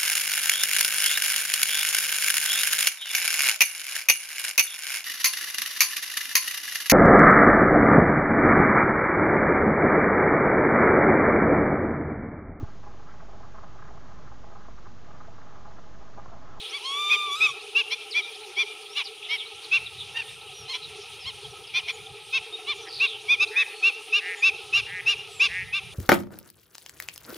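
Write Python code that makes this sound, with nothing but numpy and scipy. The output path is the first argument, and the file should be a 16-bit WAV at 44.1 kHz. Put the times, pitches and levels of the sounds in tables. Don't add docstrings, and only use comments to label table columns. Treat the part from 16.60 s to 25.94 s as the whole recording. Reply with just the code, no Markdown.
import sys
import numpy as np
from scipy import signal
from scipy.fft import rfft, irfft, next_fast_len
from scipy.io import wavfile
from scipy.ndimage import uniform_filter1d

SR = 44100
rng = np.random.default_rng(int(sys.argv[2]) if len(sys.argv) > 2 else 0)


def waveform_to_disk(signal):
    frames = np.transpose(np.atleast_2d(signal))
    scaled = np.clip(frames, -1, 1) * 32767
    samples = np.round(scaled).astype(np.int16)
    wavfile.write(sys.argv[1], SR, samples)


N = 411894
TIME = np.arange(N) / SR
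SIDE = np.array([[1], [-1]])


def undb(db):
    return 10 ** (np.asarray(db) / 20)


def unit(x):
    return x / np.sqrt(np.mean(x ** 2))


def add(track, start_s, sound):
    at = int(start_s * SR) + np.arange(len(sound))
    inside = (at >= 0) & (at < N)
    track[at[inside]] += sound[inside]


def flutter(size, hz):
    lowpass = signal.butter(3, hz, fs=SR, output="sos")
    return unit(signal.sosfilt(lowpass, rng.standard_normal(size + SR // 20))[-size:])


def drift(per_s):
    return np.interp(TIME * per_s, np.arange(1024), rng.standard_normal(1024))


def noise(colour):
    hz, db = np.transpose(colour)
    size = 2 * SR * (N // SR // 2 + 1)
    bins = np.maximum(np.fft.rfftfreq(size, 1 / SR), 1)
    gain = undb(np.interp(np.log(bins), np.log(hz), db))
    return unit(irfft(rfft(rng.standard_normal(size)) * gain)[:N])


def wide_noise(colour, side_db):
    return noise(colour) + undb(side_db) * noise(colour) * SIDE


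def flicker(x, depth_db, per_s):
    size = next_fast_len(N)
    spectrum, bins = rfft(x, size), np.fft.rfftfreq(size, 1 / SR)
    centres_hz = 1400 * 2 ** np.arange(0, 3.1, .5)
    masks = (np.interp(bins, centres_hz, row) for row in np.eye(len(centres_hz)))
    return sum(irfft(spectrum * mask, size)[:N] * undb(depth_db * drift(per_s)) for mask in masks)


def phase_of(hz):
    return 2 * np.pi * np.cumsum(hz) / SR


def rasp(phase, rough, width_hz):
    size = len(phase)
    skirt = flutter(size, width_hz) * np.sin(phase) + flutter(size, width_hz) * np.cos(phase)
    return np.sin(phase) * np.sqrt(1 - np.clip(rough, 0, 1) ** 2) + rough * skirt / np.sqrt(2)


def reflections(x, envelope):
    response = unit(envelope * rng.standard_normal(len(envelope))) / np.sqrt(len(envelope))
    return signal.fftconvolve(x, response)[:N]


def reed_echo(x, reeds_s=0.056, bank_s=0.092, bank_spread_s=0.029, trees_s=0.073):
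    t = np.arange(SR * 3 // 4) / SR
    reeds = reflections(x, t * np.exp(-t / reeds_s))
    bank = reflections(x, np.exp(-((t - bank_s) / bank_spread_s) ** 2))
    trees = reflections(x, np.sqrt(t) * np.exp(-t / trees_s))
    return undb(-23) * reeds + undb(-20) * bank + undb(-29) * trees


def through_reeds(x, decay_s, wet_db):
    t = np.arange(SR // 4) / SR
    return x + undb(wet_db) * reflections(x, np.exp(-t / decay_s))


def dull_return(x, gain_db=-13, lag_s=0.104, spread_s=0.025, edge_hz=2100):
    t = np.arange(SR // 5) / SR
    echo = reflections(x, np.exp(-((t - lag_s) / spread_s) ** 2))
    return undb(gain_db) * signal.sosfilt(signal.butter(6, edge_hz, fs=SR, output="sos"), echo)


# freq_hz, level_db
HISS_COLOUR = [(200, -34), (450, 2), (620, -17), (900, -8.5), (1550, -14.5), (2050, -9.5), (2450, 3.5),
               (3600, 0.5), (4500, -6.5), (6500, -12.5), (7600, -19.5), (9400, -7.5), (12500, -28.5),
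               (15500, -30)]
# time_s, level_db
HISS_LEVEL = [(0, -41.5), (1, -44.5), (2.5, -45.5), (4, -45.5), (5.5, -46.5), (7, -44.5), (8.8, -46),
              (9.3, -46)]


def reed_hiss():
    hiss = flicker(noise(HISS_COLOUR), depth_db=2.6, per_s=24)
    return hiss * undb(np.interp(TIME, *np.transpose(HISS_LEVEL)) + drift(14))


# freq_hz, level_db
INSECT_COLOUR = [(6500, -8), (7700, -11), (8500, 0), (9300, 9), (10500, 4.5), (11700, -5), (13500, -8.5),
                 (16000, -24)]


def insects():
    return wide_noise(INSECT_COLOUR, side_db=0) * undb(-61.5 + 2 * drift(24))


# time_s, level_db
WIND_LEVEL = [(0, -93), (.74, -77), (.88, -59.5), (1.06, -91), (2.9, -75), (3.14, -69), (3.22, -56),
              (3.85, -57), (4.3, -61), (4.7, -60.5), (5.5, -62), (6.05, -71.5), (6.8, -62.5), (6.95, -76),
              (7.7, -82), (7.92, -67), (8.33, -52.5), (8.8, -65.5), (8.97, -50), (9.34, -53)]
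# freq_hz, level_db
WIND_COLOUR = [(20, -33), (45, -14), (75, 1.5), (120, 5), (170, -3), (230, -21), (400, -48)]


def wind(buffet_db=5.5, buffets_per_s=21, calm_db=-76):
    breeze = undb(np.interp(TIME, *np.transpose(WIND_LEVEL)) + buffet_db * drift(buffets_per_s))
    return wide_noise(WIND_COLOUR, side_db=-6.5) * np.hypot(breeze, undb(calm_db))


# pitch_hz, scatter_share, level_db
CHORUS_BANDS = [(425.3, 0.041, -1), (355.6, 0.052, -16), (807.4, 0.0574, -4.5), (1205, 0.0498, -17),
                (1305, 0.03, -7.5)]
# time_s, level_db
CHORUS_LEVEL = [(0, -54), (1.2, -46.5), (3.7, -55.5), (6.7, -47), (8.8, -51), (9.2, -61.5)]


def far_chorus(count=1500, croak_s=.04, scatter_db=4):
    out = np.zeros(N)
    starts = rng.random(count) * (N / SR + croak_s) - croak_s
    level_db = np.interp(TIME, *np.transpose(CHORUS_LEVEL)) + 1.5 * drift(13)
    mean_db = level_db.mean()
    for hz, scatter, db in CHORUS_BANDS:
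        band = np.zeros(N)
        for start, (pitch, span, loud) in zip(starts, rng.standard_normal((count, 3))):
            u = np.linspace(0, 1, int(SR * croak_s * np.exp(0.27 * span)))
            tone = np.sin(phase_of(hz * (1 + scatter * pitch) * (1 + 0.035 * (.5 - u))))
            add(band, start, undb(scatter_db * loud) * np.sin(np.pi * u) ** 2 * tone)
        follow = min(1, (450 / hz) ** 1.36)
        out += undb(db + mean_db + follow * (level_db - mean_db)) * unit(band)
    return out


def chip(length_s, pitches_hz, db, rough):
    u = np.linspace(0, 1, int(length_s * SR))
    slide_hz = np.polyval(np.polyfit([0, .5, 1], pitches_hz, 2), u)
    hz = slide_hz * (1 + .1 * rough ** 2 * flutter(len(u), 260))
    scratch = unit(undb(3 * rough * flutter(len(u), 120)))
    envelope = np.abs(np.sin(np.pi * u)) ** .75 * scratch
    return undb(db) * envelope * rasp(phase_of(hz), .8 * rough ** 2, width_hz=300)


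def far_flock(count=650, thinning_db=5):
    out = np.zeros(N)
    for when, span, pitch, slope, loud in rng.random((count, 5)):
        hz, glide = 2550 + 1250 * pitch ** 1.5, 0.36 * (slope - .5)
        pitches_hz = hz * np.array([1 - glide, 1.04, 1 + glide])
        add(out, when * N / SR, chip(.012 + .025 * span, pitches_hz, db=10 * loud ** 2, rough=.45))
    return undb(-49.5 - thinning_db * TIME / TIME[-1]) * out


def faint_birds(count=44, low_hz=3300, high_hz=6600, slide=0.156):
    out = np.zeros(N)
    for when, span, pitch, way in rng.random((count, 4)):
        hz, glide = low_hz + (high_hz - low_hz) * pitch, slide * np.sign(way - .5)
        pitches_hz = hz * np.array([1 - glide, 1, 1 + glide])
        add(out, when * N / SR, chip(.027 * (.5 + span), pitches_hz, db=-48 - 7 * pitch, rough=.12))
    return out


# start_s, length_s, first_hz, last_hz, level_db, roughness
CHIPS = [(-.03, 0.14, 3420, 3016, -33.5, 0.96), (0.092, 0.031, 4900, 6200, -40, 0.4),
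         (0.996, .025, 3490, 4540, -43.5, 0), (1.505, 0.044, 5110, 3040, -33, 0.65),
         (1.615, 0.061, 3830, 3440, -34.5, 0.5), (1.685, 0.026, 6200, 4200, -53, .1),
         (1.74, 0.025, 3800, 5870, -44, 0.1), (1.799, 0.0295, 3300, 4300, -44, 0.2),
         (1.831, .025, 4400, 3430, -43, .2), (2.291, .07, 5020, 5770, -45.5, .35),
         (2.436, 0.06, 5480, 3060, -34.5, 0.8), (2.615, 0.07, 3430, 2970, -34, 0.88),
         (2.774, 0.064, 3710, 3060, -30.5, 0.68), (2.862, 0.022, 3500, 4430, -39, 0),
         (3.036, 0.035, 4830, 3140, -37, 0.94), (3.26, 0.021, 4050, 3110, -31.5, 0),
         (3.374, 0.072, 3800, 3020, -34.5, 0.76), (3.624, 0.19, 8350, 8150, -55, 0.3),
         (3.934, 0.12, 5770, 5380, -44, 0.3), (4.217, 0.052, 4020, 3840, -35, 0.6),
         (4.412, .03, 5900, 4700, -46, .4), (4.6, 0.059, 5500, 4370, -43, .3),
         (4.842, 0.023, 3380, 2950, -36, 0.2), (4.902, .03, 6100, 5000, -49, .2),
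         (5.068, .016, 5400, 4300, -43, .1), (5.32, 0.046, 7040, 6400, -48, .2),
         (5.462, 0.014, 3770, 2920, -35.5, 0.1), (5.61, .11, 8300, 8300, -52, 0),
         (5.923, 0.041, 3600, 3670, -29.5, 0), (6.136, .065, 7000, 6500, -56, .2),
         (6.209, 0.046, 6130, 5340, -46, 0.44), (6.27, 0.23, 4710, 3420, -36, 0.9),
         (6.388, 0.19, 3930, 3020, -31.5, 0.75), (6.863, 0.028, 2890, 4760, -36, 0.35),
         (7.06, 0.32, 4240, 4290, -49, 0), (7.76, 0.068, 7000, 6700, -49, 0.54),
         (8.693, 0.15, 7890, 6860, -49, 0.35)]


def small_birds(arch=1.025):
    out = np.zeros(N)
    for start, length, first_hz, last_hz, db, rough in CHIPS:
        middle_hz = arch * (first_hz + last_hz) / 2
        add(out, start, chip(length, [first_hz, middle_hz, last_hz], db, rough))
    return out


# start_s, length_s, level_db, pitch_hz, last_pulse_db
RATTLES = [(6.255, 0.031, -30.5, 1800, -1), (6.912, 0.12, -21, 1900, 2), (7.605, 0.14, -18.5, 2010, -3.5),
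           (8.265, 0.139, -22, 1960, 1.5), (8.886, 0.15, -17.5, 2080, -7)]


def frog(pulse_hz=182, rise=0.17, pulse_width_s=0.0004, band_hz=(1620, 2850)):
    out = np.zeros(N)
    t = np.arange(-SR // 500, SR // 100) / SR
    sac = .2 * np.clip(t / .001, 0, 1) * np.exp(-np.abs(t) / .003) * np.cos(2 * np.pi * 1900 * t)
    window = np.exp(-(t / pulse_width_s) ** 2 / 2)
    for start, length, db, hz, last_db in RATTLES:
        at = start
        for u in np.arange(0, 1, 1 / (pulse_hz * length)):
            pulse = window * np.cos(2 * np.pi * hz * (1 + rise * (u - .5)) * t)
            swell_db = np.interp(u, [0, .25, .55, .7, 1], [-14, -4, 0, -.5, last_db])
            add(out, at, undb(db + swell_db + .8 * rng.standard_normal()) * (pulse + sac))
            at += (1 + .12 * (1 - u) ** 5 - .02 * u + .011 * rng.standard_normal()) / pulse_hz
    return signal.sosfilt(signal.butter(4, band_hz, "bandpass", fs=SR, output="sos"), out)


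# freq_hz, gain_db
CALL_COLOUR = [(900, -8), (1900, -9.5), (2450, 8.5), (2800, 2.5), (3150, 0.5), (3550, 2), (4000, -3),
               (4550, -5.5), (5000, 1), (5700, -1), (6700, -10.5), (7600, -10), (10000, 2.5), (14000, 2)]


def call_colour(hz):
    return undb(np.interp(hz, *np.transpose(CALL_COLOUR)))


# time_s, pitch_hz, relative_level_db, brightness_db
SQUEAL_PATH = [(0.198, 829, -60, -12), (0.232, 968, -50, -6), (0.256, 1058, -40, -1),
               (0.406, 1184, -32.5, -5.5), (0.55, 1197, -34.5, -2.5), (0.661, 1187, -32, -13),
               (0.703, 1127, -32.5, -11.5), (0.73, 1159, -35.5, 1.5), (0.748, 1156, -33, -6),
               (0.772, 1270, -40.5, -3), (0.826, 1307, -36.5, -5), (0.901, 1123, -34.5, -5),
               (0.925, 1090, -53, 2)]
# multiple, level_db
SQUEAL_HARMONICS = [(1, 2), (2, -13), (3, -0.5), (4, -16.5), (5, -15), (6, -8.5), (7, -21), (8, -32),
                    (9, -26), (10, -30)]


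def squeal(break_s=.755, gape_hz=4200, gain_db=9):
    times, *columns = np.transpose(SQUEAL_PATH)
    t = np.arange(times[0], times[-1], 1 / SR)
    hz, db, bright_db = (np.interp(t, times, column) for column in columns)
    rough = np.where(t < break_s, .045, .24)
    phase = phase_of(hz * (1 + .0034 * flutter(len(t), 150) + .003 * flutter(len(t), 25)))
    gape_db = np.interp(t, [.21, .35], [29, 0])
    voice = 0
    for k, tone_db in SQUEAL_HARMONICS:
        bill_db = gape_db * np.exp(-((k * hz - gape_hz) / 620) ** 2)
        press_db = bright_db * np.log2(k) / 2 + 0.62 * flutter(len(t), 24)
        dull_db = -2 * max(k - 2, 0) * (t > break_s)
        hoarseness = rough * (k if k < 4 else 2.7 * k)
        tone = rasp(k * phase, hoarseness, width_hz=200)
        voice += undb(tone_db + bill_db + press_db + dull_db) * call_colour(k * hz) * tone
    out = np.zeros(N)
    add(out, times[0], voice * undb(db + gain_db))
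    return out


# high_multiple, low_multiple, level_db, brassiness_share
YAP_TONES = [(1, 0, 4, 0.017), (2, 0, -15, 0.41), (3, 0, -34, 0.13), (0, 1, 0, 0), (0, 2, -3, 0),
             (0, 3, 1, 0.00062), (0, 4, -12, 0.84), (0, 5, -23, 0.0019), (0, 6, -21, 0.37),
             (1, 1, 3.5, 0.079), (1, -1, -7, 0), (2, -1, -10, 0), (1, 2, -12.5, 0.26), (1, 3, -27, 1),
             (2, 1, -9, 0.28), (1, 4, -33, 0.32), (3, 1, -31, 0.3), (3, 2, -33, 0.22)]
JITTER_SHARE, SHIMMER_DB, WOBBLE_HZ = .022, 5, 170
MIN_CLIMB_S, DROP_S, DROP_SHARE = 0.0433, 0.0328, 0.213


def yap(length, high_hz, low_hz, high_db, low_db, rough, brass_db, climb, crack_at, sag, opening_db):
    u = np.linspace(0, 1, int(length * SR))
    t, size = u * length, len(u)
    top_s = max(MIN_CLIMB_S, length - DROP_S)
    rising = 1 - climb * (1 - t / top_s) ** 2
    falling = 1 - DROP_SHARE * ((t - top_s) / DROP_S) ** 2
    depth = np.interp(low_db - high_db, [-6, -1], [1, 1.7])
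    arch = np.where(t < top_s, rising, falling) ** depth
    crack = (1 + np.tanh((u - crack_at) / .021)) / 2
    rough = rough + .06 * crack
    droop = sag * crack * u / crack_at
    jitter, shimmer_db = JITTER_SHARE * rough, SHIMMER_DB * rough
    arch *= 1 + jitter * flutter(size, WOBBLE_HZ)
    high = high_hz * arch * (1 + (.0016 + jitter) * flutter(size, WOBBLE_HZ) - droop)
    low = low_hz * arch * (1 + .004 * flutter(size, 300) - .7 * droop)
    early = np.tanh(1.7 * np.abs(np.sin(np.pi * u ** .98)) ** 1.5)
    early *= undb(-5.5 * crack + (shimmer_db - .27) * flutter(size, WOBBLE_HZ))
    late = np.abs(np.sin(np.pi * u ** 1.145)) ** 1.26
    late *= undb(shimmer_db * flutter(size, WOBBLE_HZ))
    joining = undb(opening_db * (1 - np.tanh((u - .48) / .035)) / 2)
    both_db = (high_db + low_db) / 2
    sum_db = both_db + 2.5 - 10 * np.exp(-((high_hz + low_hz - 3985) / 200) ** 2)
    out = 0
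    for m, k, db, brassy in YAP_TONES:
        hz = m * high + k * low
        if k == 0:
            voice = undb(high_db) * early
        elif m == 0:
            voice = undb(low_db) * (late if k == 1 else late * joining)
        elif k == 1:
            voice = undb(sum_db if m == 1 else both_db) * np.sqrt(early * late)
        else:
            voice = undb(both_db) * late * joining
        tone = rasp(phase_of(hz), rough, width_hz=330)
        out += undb(db + brassy * brass_db) * call_colour(hz) * voice * tone
    return out


# start_s, length_s, high_hz, low_hz, high_db, low_db, roughness,
# brassiness_db, climb_share, crack_at_share (over 1: never), sag_share, opening_overtones_db
YAPS = [(0.116, 0.082, 2840, 1153, -58, -35.5, 0, 12, 0.094, 2, 0, 6),
        (0.488, 0.082, 2495, 1097, -26.5, -31.5, 0.14, 2, .12, 2, 0, -8),
        (0.798, 0.085, 2594, 1125, -24.5, -34.5, 0.082, 3, 0.13, 2, 0, -9),
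        (1.147, 0.08, 2800, 1157, -19.5, -30.5, 0.1, -18, 0.092, .42, -.012, -3),
        (1.301, 0.052, 2400, 1070, -33.5, -38.5, 0.26, 25, 0.11, 2, 0, 3),
        (1.535, 0.084, 2404, 1038, -28.5, -40.5, 0.15, 14, 0.11, 2, 0, 3),
        (1.959, 0.087, 2410, 1085, -29, -35.5, 0.15, 14, 0.13, 2, 0, -5),
        (2.351, 0.082, 3000, 1214, -30, -30.5, 0.28, -2, 0.081, .45, .065, 2.5),
        (2.681, 0.097, 2290, 976, -30.5, -39.5, 0.21, 15.5, 0.11, 2, 0, 5.5),
        (3.11, 0.083, 2740, 1173, -22.5, -32, 0.13, -18, 0.11, .73, .04, 3),
        (3.541, 0.092, 1863, 945, -28, -40.5, 0.25, 11, 0.046, .45, .02, 2),
        (4.073, 0.074, 3221, 1073, -54, -37, 0.19, 22, 0.07, 2, 0, 0.5),
        (4.131, 0.045, 2480, 1062, -38, -33.5, 0.33, 20, 0.076, .4, .02, -2),
        (4.642, 0.074, 3257, 1086, -41, -37, 0.14, 7, 0.14, 2, 0, -3),
        (5.133, 0.081, 2483, 1070, -32.5, -34.5, 0.2, 16.5, 0.063, .72, .03, 5),
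        (5.271, 0.052, 2437, 1070, -35.5, -38.5, 0.41, 17.5, 0.11, .65, .03, 2),
        (5.722, 0.077, 2673, 1096, -28.5, -32.5, 0.1, 9, 0.062, .75, .02, 2),
        (6.061, 0.084, 3070, 1204, -38, -28, 0.0053, -19, 0.1, .55, .03, -0.5),
        (6.397, 0.08, 2787, 1164, -22.5, -29.5, 0.13, -25, 0.16, .74, 0, -7),
        (6.677, 0.086, 2490, 1114, -25.5, -33, 0.03, 2, 0.13, 2, 0, -18),
        (6.795, 0.059, 2676, 1203, -24.5, -27.5, 0.1, 10, 0.072, 2, 0, -26),
        (6.953, 0.088, 2628, 1156, -25, -31.5, 0.074, -9, 0.13, 2, 0, -17),
        (7.223, 0.089, 2770, 1188, -20.5, -31.5, 0.081, -13, 0.12, .75, 0, -2),
        (7.52, 0.088, 2835, 1205, -21, -31, 0.11, -4, 0.14, .54, -.012, -5),
        (7.818, 0.09, 2718, 1170, -22, -30, 0.11, 7, 0.16, 2, 0, -6),
        (8.124, 0.094, 2842, 1202, -21, -30, 0.2, 5.5, 0.13, .52, .01, -18),
        (8.457, 0.094, 2860, 1205, -21.5, -34, 0.16, 8, 0.14, .5, .012, -4),
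        (8.793, 0.09, 2840, 1188, -20.5, -27, 0.16, 11, 0.22, .46, .01, -7),
        (9.122, 0.084, 2790, 1198, -27, -32, 0.11, -9, 0.11, .36, 0, 1)]


def stilts(air_db=-30, hoarse_db=-11):
    voices, airflow = np.zeros(N), np.zeros(N)
    for start, length, high_hz, low_hz, high_db, low_db, rough, *manner in YAPS:
        voice = yap(length, high_hz, low_hz, high_db, low_db, rough, *manner)
        add(voices, start, voice)
        add(airflow, start, voice * (undb(air_db) + undb(hoarse_db) * rough))
    effort = np.sqrt(np.abs(uniform_filter1d(airflow ** 2, SR // 200)))
    breath = noise([(350, -40), (700, -17), (1200, -0.5), (3000, 1.0), (6000, 1.5), (7600, -22),
                    (10500, -6), (12500, -19), (15000, -26)])
    return voices + effort * breath


def scene():
    twitter = through_reeds(small_birds(), decay_s=.02, wet_db=-8) + faint_birds()
    twitter += through_reeds(far_flock(), decay_s=.025, wet_db=-8)
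    waders = stilts() + squeal()
    rattle = frog()
    rattle = through_reeds(rattle, decay_s=.05, wet_db=-17) + dull_return(rattle)
    calls = waders + rattle + twitter
    width = undb(-19) * far_chorus() + undb(-17) * far_flock() + undb(-20) * reed_echo(calls)
    centre = calls + reed_echo(calls) + far_chorus() + reed_hiss()
    return centre + insects() + wind() + width * SIDE


def record(dry, top_hz=15600):
    return signal.sosfilt(signal.ellip(10, .2, 80, top_hz, fs=SR, output="sos"), dry)


dry = scene()
out = record(dry)
waveform_to_disk(out)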